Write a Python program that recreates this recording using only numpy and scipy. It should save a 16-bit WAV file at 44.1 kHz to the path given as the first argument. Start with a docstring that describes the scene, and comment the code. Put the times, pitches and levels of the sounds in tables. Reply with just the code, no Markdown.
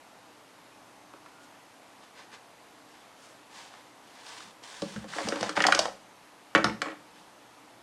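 """A small kitchen: a spatula scrapes thick batter out of a plastic bowl in wet strokes, then blade and
handle clatter against the wall, and three knocks follow as bowl and tool meet the counter.
Strokes are lumpy noise and tiny slips that shake the bowl; blows are clicks, snaps and dying modes.
A refrigerator hums in wavering tones under a steady noise wash of room and microphone."""
import sys
import numpy as np
from scipy import signal
from scipy.fft import rfft, irfft
from scipy.io import wavfile
from scipy.ndimage import uniform_filter1d

SR = 44100
rng = np.random.default_rng(int(sys.argv[2]) if len(sys.argv) > 2 else 0)


def elevation(decibels):
    """Turn decibel levels (scalar or array-like) into linear amplitude ratios."""
    levels = np.asarray(decibels, float)
    return 10 ** (levels / 20)


def dump_mix(stems):
    """Bounce the given channels to the path in sys.argv[1] as a 16-bit WAV at rate SR."""
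    frames = np.atleast_2d(stems).T  # one column per channel
    limited = np.clip(frames, -1, 1)  # hard clip at full scale
    pcm = np.round(limited * 32767).astype(np.int16)
    wavfile.write(sys.argv[1], SR, pcm)


N = 345214  # length in samples

# modes of the plastic bowl: (f/Hz, relative level/dB, t60/s before grip or batter shortens it)
BOWL_MODES = [(303.52, -2, 0.22), (329.43, -4.5, 0.13), (429, -8.5, 0.11), (491, -7, 0.082),
              (552.5, -7, 0.18), (621.91, 1.5, 0.2151), (727, 0, 0.24043), (807, -5.5, 0.25),
              (879, -10.5, 0.4775), (1100, -3, 0.19605), (1145, -2, 0.14807), (1236, -10, 0.3244),
              (1324, -7, 0.3822), (1385, 6, 0.07122), (1360, -28, 0.4716), (1520, -39, 0.05),
              (1550, 3.5, 0.07784), (1627.3, -20.5, 0.12), (1748, -3.5, 0.2), (1895, 2, 0.12),
              (1960, 0, 0.038), (2196, 2, 0.08818), (2270, -10, 0.32), (2490, -7, 0.128),
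              (2500, -17.5, 0.15), (2834, -7, 0.1575), (3050, -4.5, 0.1675), (3340, -26, .2),
              (3570, -3, 0.09726), (4016, -8, 0.27)]


def evened(x):
    """Scales to rms 1."""
    return x / np.sqrt(np.mean(x ** 2) + 1e-20)


def read(points, hz):
    """Reads a table on a log frequency axis."""
    f, value = np.transpose(points)
    return np.interp(np.log(hz + 1), np.log(f + 1), value)


def add(mix, s, sound):
    """Mixes a sound in at time s."""
    part = mix[round(s * SR):][:len(sound)]
    part += sound[:len(part)]


def resonate(x, hz, width_hz):
    """A two-pole resonance of gain near 1."""
    r = np.exp(-np.pi * width_hz / SR)
    return signal.lfilter([1 - r, 0, r - 1], [1, -2 * r * np.cos(2 * np.pi * hz / SR), r * r], x)


def drift(count, span):
    """Slow chance of rms 1."""
    return evened(uniform_filter1d(uniform_filter1d(rng.standard_normal(count), span), span))


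def wash():
    """Steady room and microphone noise, coloured in frequency, with faint drifting patches."""
    # colour of the noise: (f/Hz, relative level/dB)
    wash_colour = [(12, -69), (20, -27), (59, -16.5), (90, -23.5), (109, -10.5), (143, -13), (172, -7.5),
                   (208, -6.5), (295, -7), (328, -3), (356, -7.5), (864, -2), (1650, -10), (1790, -10),
                   (12400, -25), (16100, -76), (22000, -120)]
    level_db, top_hz, patch_db = -55, 12450, 0.8213
    hz, _, z = signal.stft(rng.standard_normal(N), SR, nperseg=2048, noverlap=1536)
    patches = evened(uniform_filter1d(uniform_filter1d(rng.standard_normal(z.shape), 16, 0), 8, 1))
    z = z * elevation(read(wash_colour, hz)[:, None] + patch_db * patches)
    z = z * (hz < top_hz)[:, None]
    noise = signal.istft(z, nperseg=2048, noverlap=1536)[1][:N]
    return elevation(level_db) * evened(noise)


def refrigerator():
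    """Motor tones that waver a little in level and pitch."""
    # steady tones of the hum: (f/Hz, rms level/dB about which it wavers)
    hum_tones = [(120, -77.5), (240, -82), (267, -74.5), (300.5, -70), (641, -78.5), (6352, -82)]
    t, slow = np.arange(N) / SR, np.linspace(0, N / SR, 800)
    hum = np.zeros(N)
    for hz, db in hum_tones:
        level = np.interp(t, slow, elevation(db + 2.3 * drift(800, 14)))
        phase = np.interp(t, slow, 0.5106 * drift(800, 9))
        hum += level * np.sqrt(2) * np.sin(2 * np.pi * hz * t + phase)
    return hum


def kitchen(x):
    """Sparse reflections of random sign, each band dying at its own speed; three echo patterns
    blend slowly into one another, so no single room colour stands out."""
    # how long the room rings: (f/Hz, t60/s)
    room_decay = [(200, 0.62), (700, 0.26), (2000, 0.34), (5000, 0.31), (10000, 0.4)]
    out, turn = np.zeros(N), np.arange(N) / SR / .21
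    for k in range(3):
        taps = np.zeros(SR // 2)
        at = np.arange(200, len(taps) - 20, 20)
        taps[at + rng.integers(0, 20, len(at))] = rng.choice([-1., 1.], len(at))
        hz, t, z = signal.stft(taps, SR, nperseg=256)
        fading = z * elevation(-60 * t / read(room_decay, hz)[:, None])
        tail = signal.istft(fading, SR, nperseg=256)[1]
        share = np.sqrt(2 / 3) * np.cos(np.pi * (turn + k / 3))  # squares of the three shares sum to 1
        out += signal.oaconvolve(x * share, tail / np.linalg.norm(tail))[:N]
    return out


def microphone(x):
    """The small microphone dulls the treble, most of all near 13 kHz."""
    # microphone response: (f/Hz, gain/dB)
    response = [(20, -2.5), (9000, 0.5), (11500, -7), (13000, -18), (16000, -7)]
    return irfft(rfft(x) * elevation(read(response, np.fft.rfftfreq(N, 1 / SR))), N)


def squeak(start, length, db, hz):
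    """A thin tone wavering in pitch and level."""
    t = np.arange(0, length, 1 / SR)
    turns = np.cumsum(hz + 20. * drift(len(t), 300)) / SR
    level = elevation(db + 2.5 * drift(len(t), 700))
    return start, level * np.sin(2 * np.pi * turns) * signal.windows.hann(len(t))


def ring(modes, push_db, free, spread_db, detune):
    """Dying sines, one column a mode; each blow lands elsewhere and the grip shifts, so they scatter."""
    t = np.arange(SR // 4)[:, None] / SR
    hz, db, t60 = np.transpose(modes)
    place, grip, side = rng.standard_normal((3, len(hz)))
    rise = 1 - np.exp(-t * hz)  # a mode takes a cycle or two to swing out
    waves = rise * np.sin(2 * np.pi * hz * (1 + detune * grip) * t) * np.sign(side)
    decay = elevation(push_db + db + spread_db * place - 60 * t / (free * t60))
    fade = signal.windows.tukey(2 * len(t), .3)[len(t):, None]
    return decay * waves * fade


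def thud(push_db):
    """Weight landing on the counter, which answers with a few low modes."""
    # modes of the counter: (f/Hz, relative level/dB, t60/s before the load shortens it)
    counter_modes = [(71.32, -11, 0.23), (120.2, -3, 0.1596), (162.71, -5.5, 0.41), (196.64, 1, 0.3),
                     (222, -2, 0.26)]
    return ring(counter_modes, push_db, free=0.86, spread_db=1.9, detune=0.0053).sum(1)


def knock(free, click_db, click_hz, boom_db, snap_db):
    """A short click at the contact, a treble snap of the blade, and the bowl ringing on."""
    # blade edge: (f/Hz, width/Hz of each of two resonances in a row, relative level/dB)
    blade_edge = [(3240, 1400, 15.5), (4350, 3184.4, 18), (7300, 4275, -29)]
    boom_top_hz = 620  # modes below this make the boom
    ring_db = -4.5  # peak of the upper ring relative to the click
    t = np.arange(1500) / SR
    burst = rng.standard_normal((2, len(t))) * np.exp(-t / [[.003], [.004]])
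    click = resonate(burst[0] + 4. * (t == 0), click_hz, 0.27 * click_hz)
    click = resonate(click, click_hz, 2.6 * click_hz)
    snap = sum(elevation(db) * resonate(resonate(burst[1], hz, w), hz, w) for hz, w, db in blade_edge)

    hz = np.transpose(BOWL_MODES)[0]
    low = hz < boom_top_hz
    held_db = -15. * (1 - free) * (hz < 400)  # the hand stills the widest swings first
    match_db = -6. * np.log2(hz / click_hz) ** 2  # a blow drives best the modes near its own pitch
    push_db = np.where(low, boom_db + held_db, match_db)
    freedom = np.where(low, free, 0.3201 * free)
    modes = ring(BOWL_MODES, push_db, freedom, spread_db=0.96, detune=0.012)

    # the contact chatters: small after-blows roughen the upper ring
    after = np.arange(5000) / SR
    struck = rng.random(5000) < 2000. / SR  # about 2000 after-blows a second
    chatter = 0.26344 * rng.standard_normal(5000) * struck * np.exp(-after / (0.021 * free))
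    chatter[0] = 1
    out = signal.fftconvolve(modes[:, ~low].sum(1), chatter)
    out *= elevation(click_db + ring_db) / abs(out).max()
    add(out, 0, modes[:, low].sum(1))
    add(out, 0, elevation(click_db) * click / abs(click).max())
    add(out, 0, elevation(snap_db) * snap / abs(snap).max())
    return out


def rattle(start, length, db):
    """The tool rattles loosely against the wall: small uneven blows as rows for knock."""
    gap_s, pitch_hz, boom_db, snap_db = .012, 1296.3, -7, -34  # boom and snap relative to the click
    slip, size, pitch, boom, snap = rng.standard_normal((40, 5)).T
    s = start + gap_s * (np.arange(len(slip)) + .25 * slip)
    db = db + 2 * size
    rows = [s, db, pitch_hz * np.exp(.25 * pitch), db + boom_db + 2.944 * boom, db + snap_db + 3.1 * snap]
    return list(np.transpose(rows)[s < start + length])


def stroke(start, bite, length, hiss_db, bright):
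    """Wet friction: lumpy hiss and tiny sticky slips, which also shake the bowl wall."""
    # colour of the scrape before each stroke's own tilt: (f/Hz, relative level/dB)
    scrape_colour = [(180, -25), (300, -20.5), (447, 1.5), (574, 2.5), (624, -25), (737, 10.5), (1300, 2.5),
                     (4750, 0.5), (8220, -5.5), (16000, -22)]
    # a stroke bites from edge_db up, sags while it is drawn, and lifts off
    edge_db, sag_db_per_s, lift_s = -12.5, -4.5, 0.13
    wall_db, wall_per_bright = -12.5, -0.74  # a duller, heavier stroke shakes the wall more
    t = np.arange(0, length, 1 / SR)
    count = round(.6 * SR)  # drawn longer than any stroke, then cut
    size, chance, side = rng.random((3, count))[:, :len(t)]
    slip_size = elevation(2.1 * np.minimum(-np.log(size + 1e-9), 4))
    slips = slip_size * (chance < 900 / SR) * np.sign(side - .5)  # about 900 slips a second
    rub = (elevation(1.597 * drift(count, 250)) * rng.standard_normal(count))[:len(t)]
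    drive = evened(rub) + 0.6828 * evened(slips)

    hz, _, z = signal.stft(drive, SR, nperseg=256, noverlap=192)
    colour = elevation(read(scrape_colour, hz) + bright * np.log2(hz / 4000 + 0.02994))
    hiss = signal.istft(z * colour[:, None], nperseg=256, noverlap=192)[1][:len(t)]
    # batter and hand damp the wall, so its modes are broad here
    wall = np.zeros(len(t))
    for k, (f, db, t60) in enumerate(BOWL_MODES):
        wall += (-1) ** k * elevation(db) * resonate(drive, f, 13.62 / t60)

    lift = min(lift_s, length - bite)
    edge = np.clip(np.maximum(1 - t / bite, 1 - (length - t) / lift), 0, 1)
    shape_db = edge_db * edge + sag_db_per_s * t
    both = evened(hiss) + elevation(wall_db + wall_per_bright * bright) * evened(wall)
    return start, elevation(hiss_db + shape_db) * both * signal.windows.tukey(len(t), .1)


def scene():
    """Bowl sounds and their reflections through the microphone, over the background."""
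    # strokes of the spatula: (t/s, time to full bite/s, length/s, hiss level/dB, brightness/dB per octave)
    strokes = [(1.401, .04, 0.0603, -59, 6), (1.998, .04, 0.0922, -55.5, -3.5),
               (2.148, 0.05232, 0.1059, -48, -3), (2.314, 0.0275, 0.05625, -45, -3),
               (2.86, .04, 0.2905, -59, -3.5), (3.169, 0.07466, 0.2035, -56, 2.5),
               (3.497, 0.06512, 0.25, -49, -0.5), (3.708, .03, 0.19717, -54.5, -3),
               (4.03, 0.2, 0.2, -50.5, -1.5), (4.22, 0.04527, 0.30466, -46.5, -0.5),
               (4.618, 0.0094, 0.47, -48, 0.0), (5.067, 0.07636, 0.35, -41, -.5),
               (5.331, 0.1122, 0.21272, -37, -2.5), (5.55, 0.01192, 0.1471, -35, -2.5),
               (5.748, 0.03117, .13, -33, -6), (6.83, 0.0232, 0.134, -57.5, -8),
               (7.122, 0.0489, 0.1652, -59, -0.5)]
    # blows on the bowl: (t/s, click peak level/dB, contact pitch f/Hz, push on the low modes/dB,
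    # treble snap peak level/dB)
    knocks = [(1.137, -39.5, 950, -38.5, -62), (1.261, -39.5, 1007, -47.5, -63),
              (3.739, -39, 970, -71, -61), (4.292, -44.5, 1080, -61, -38.5), (4.405, -40, 1220, -57, -44),
              (4.637, -53, 1500, -65, -37), (4.82, -31, 670, -19.5, -27), (4.962, -33.5, 1539, -33, -44),
              (5.043, -35.5, 780, -34.5, -51), (5.136, -30, 1198, -52, -44), (5.161, -33.5, 814, -30, -44),
              (5.185, -20, 727, -35, -45), (5.205, -26, 690, -25.5, -34.5), (5.273, -28, 590, -25, -35.5),
              (5.286, -28, 660.3, -23.5, -20), (5.323, -20, 1350, -18.5, -37),
              (5.358, -27, 1280, -26, -29.5), (5.409, -28, 714.6, -25.5, -24),
              (5.429, -18.5, 620, -28, -24), (5.493, -24, 1212, -25.5, -25), (5.567, -20, 1143, -35, -25),
              (5.574, -14.5, 930, -23, -40.5), (5.594, -24, 1700, -33.5, -38),
              (5.604, -12, 1520, -20.5, -47), (5.621, -31, 1550, -42, -18), (5.64, -10.5, 1707, -44.5, -45),
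              (5.651, -13.5, 784.3, -20, -39), (5.667, -14, 1151, -22.5, -10),
              (5.685, -10.5, 790, -23, -41), (5.723, -3, 1445, -25, -18), (5.748, -27, 1100, -21.5, -12.5),
              (5.791, -14, 620, -40.5, -11), (5.855, -20.5, 583.4, -44.5, -26.5),
              (5.882, -28.5, 571.8, -48, -62), (6.55, -6, 1410, -13.5, -23), (6.558, -8.5, 1464, -30, -39),
              (6.578, -20, 700, -19.5, -31.5), (6.643, -13, 1206, -22.5, -15.5),
              (6.818, -18, 1272, -29.5, -23.5)]
    # loose rattling of the tool: (t/s, length/s, typical click peak level/dB)
    rattles = [(5.13, .36, -38.5), (6.651, .05, -29), (6.831, 0.092, -34)]
    # weight landing on the counter: (t/s, push on its modes/dB)
    thuds = [(4.45, -53.5), (4.817, -36), (4.959, -32.5), (5.244, -33.5), (5.413, -35.5), (5.574, -34.5),
             (5.65, -38.5), (5.723, -43), (5.799, -45), (6.55, -26.5), (6.644, -26), (6.818, -56),
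             (7.171, -59.5)]
    # a faint whistle: (t/s, length/s, level/dB, f/Hz)
    whistle = (1.29, 0.2289, -57, 1433.5)
    # how freely the bowl rings, 0-1: pressed by hand and blade, then set down
    pressed, loose, set_down_s = 0.59, 0.87, 6.2

    background = wash() + refrigerator()
    bowl = np.zeros(N)
    add(bowl, *squeak(*whistle))
    for s, push_db in thuds:
        add(bowl, s, thud(push_db))
    blows = list(knocks)
    for row in rattles:
        blows += rattle(*row)
    for s, *blow in blows:
        add(bowl, s, knock(pressed if s < set_down_s else loose, *blow))
    for row in strokes:
        add(bowl, *stroke(*row))
    bowl = bowl + elevation(-7.0) * kitchen(bowl)
    return (microphone(bowl) + background)[None]


def roll_off(x):
    """The treble ends steeply here."""
    return signal.sosfilt(signal.butter(12, 16440, fs=SR, output="sos"), x)


def record(dry):
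    """Passes the finished mix on to be stored."""
    return roll_off(dry)


dry = scene()
out = record(dry)
dump_mix(out)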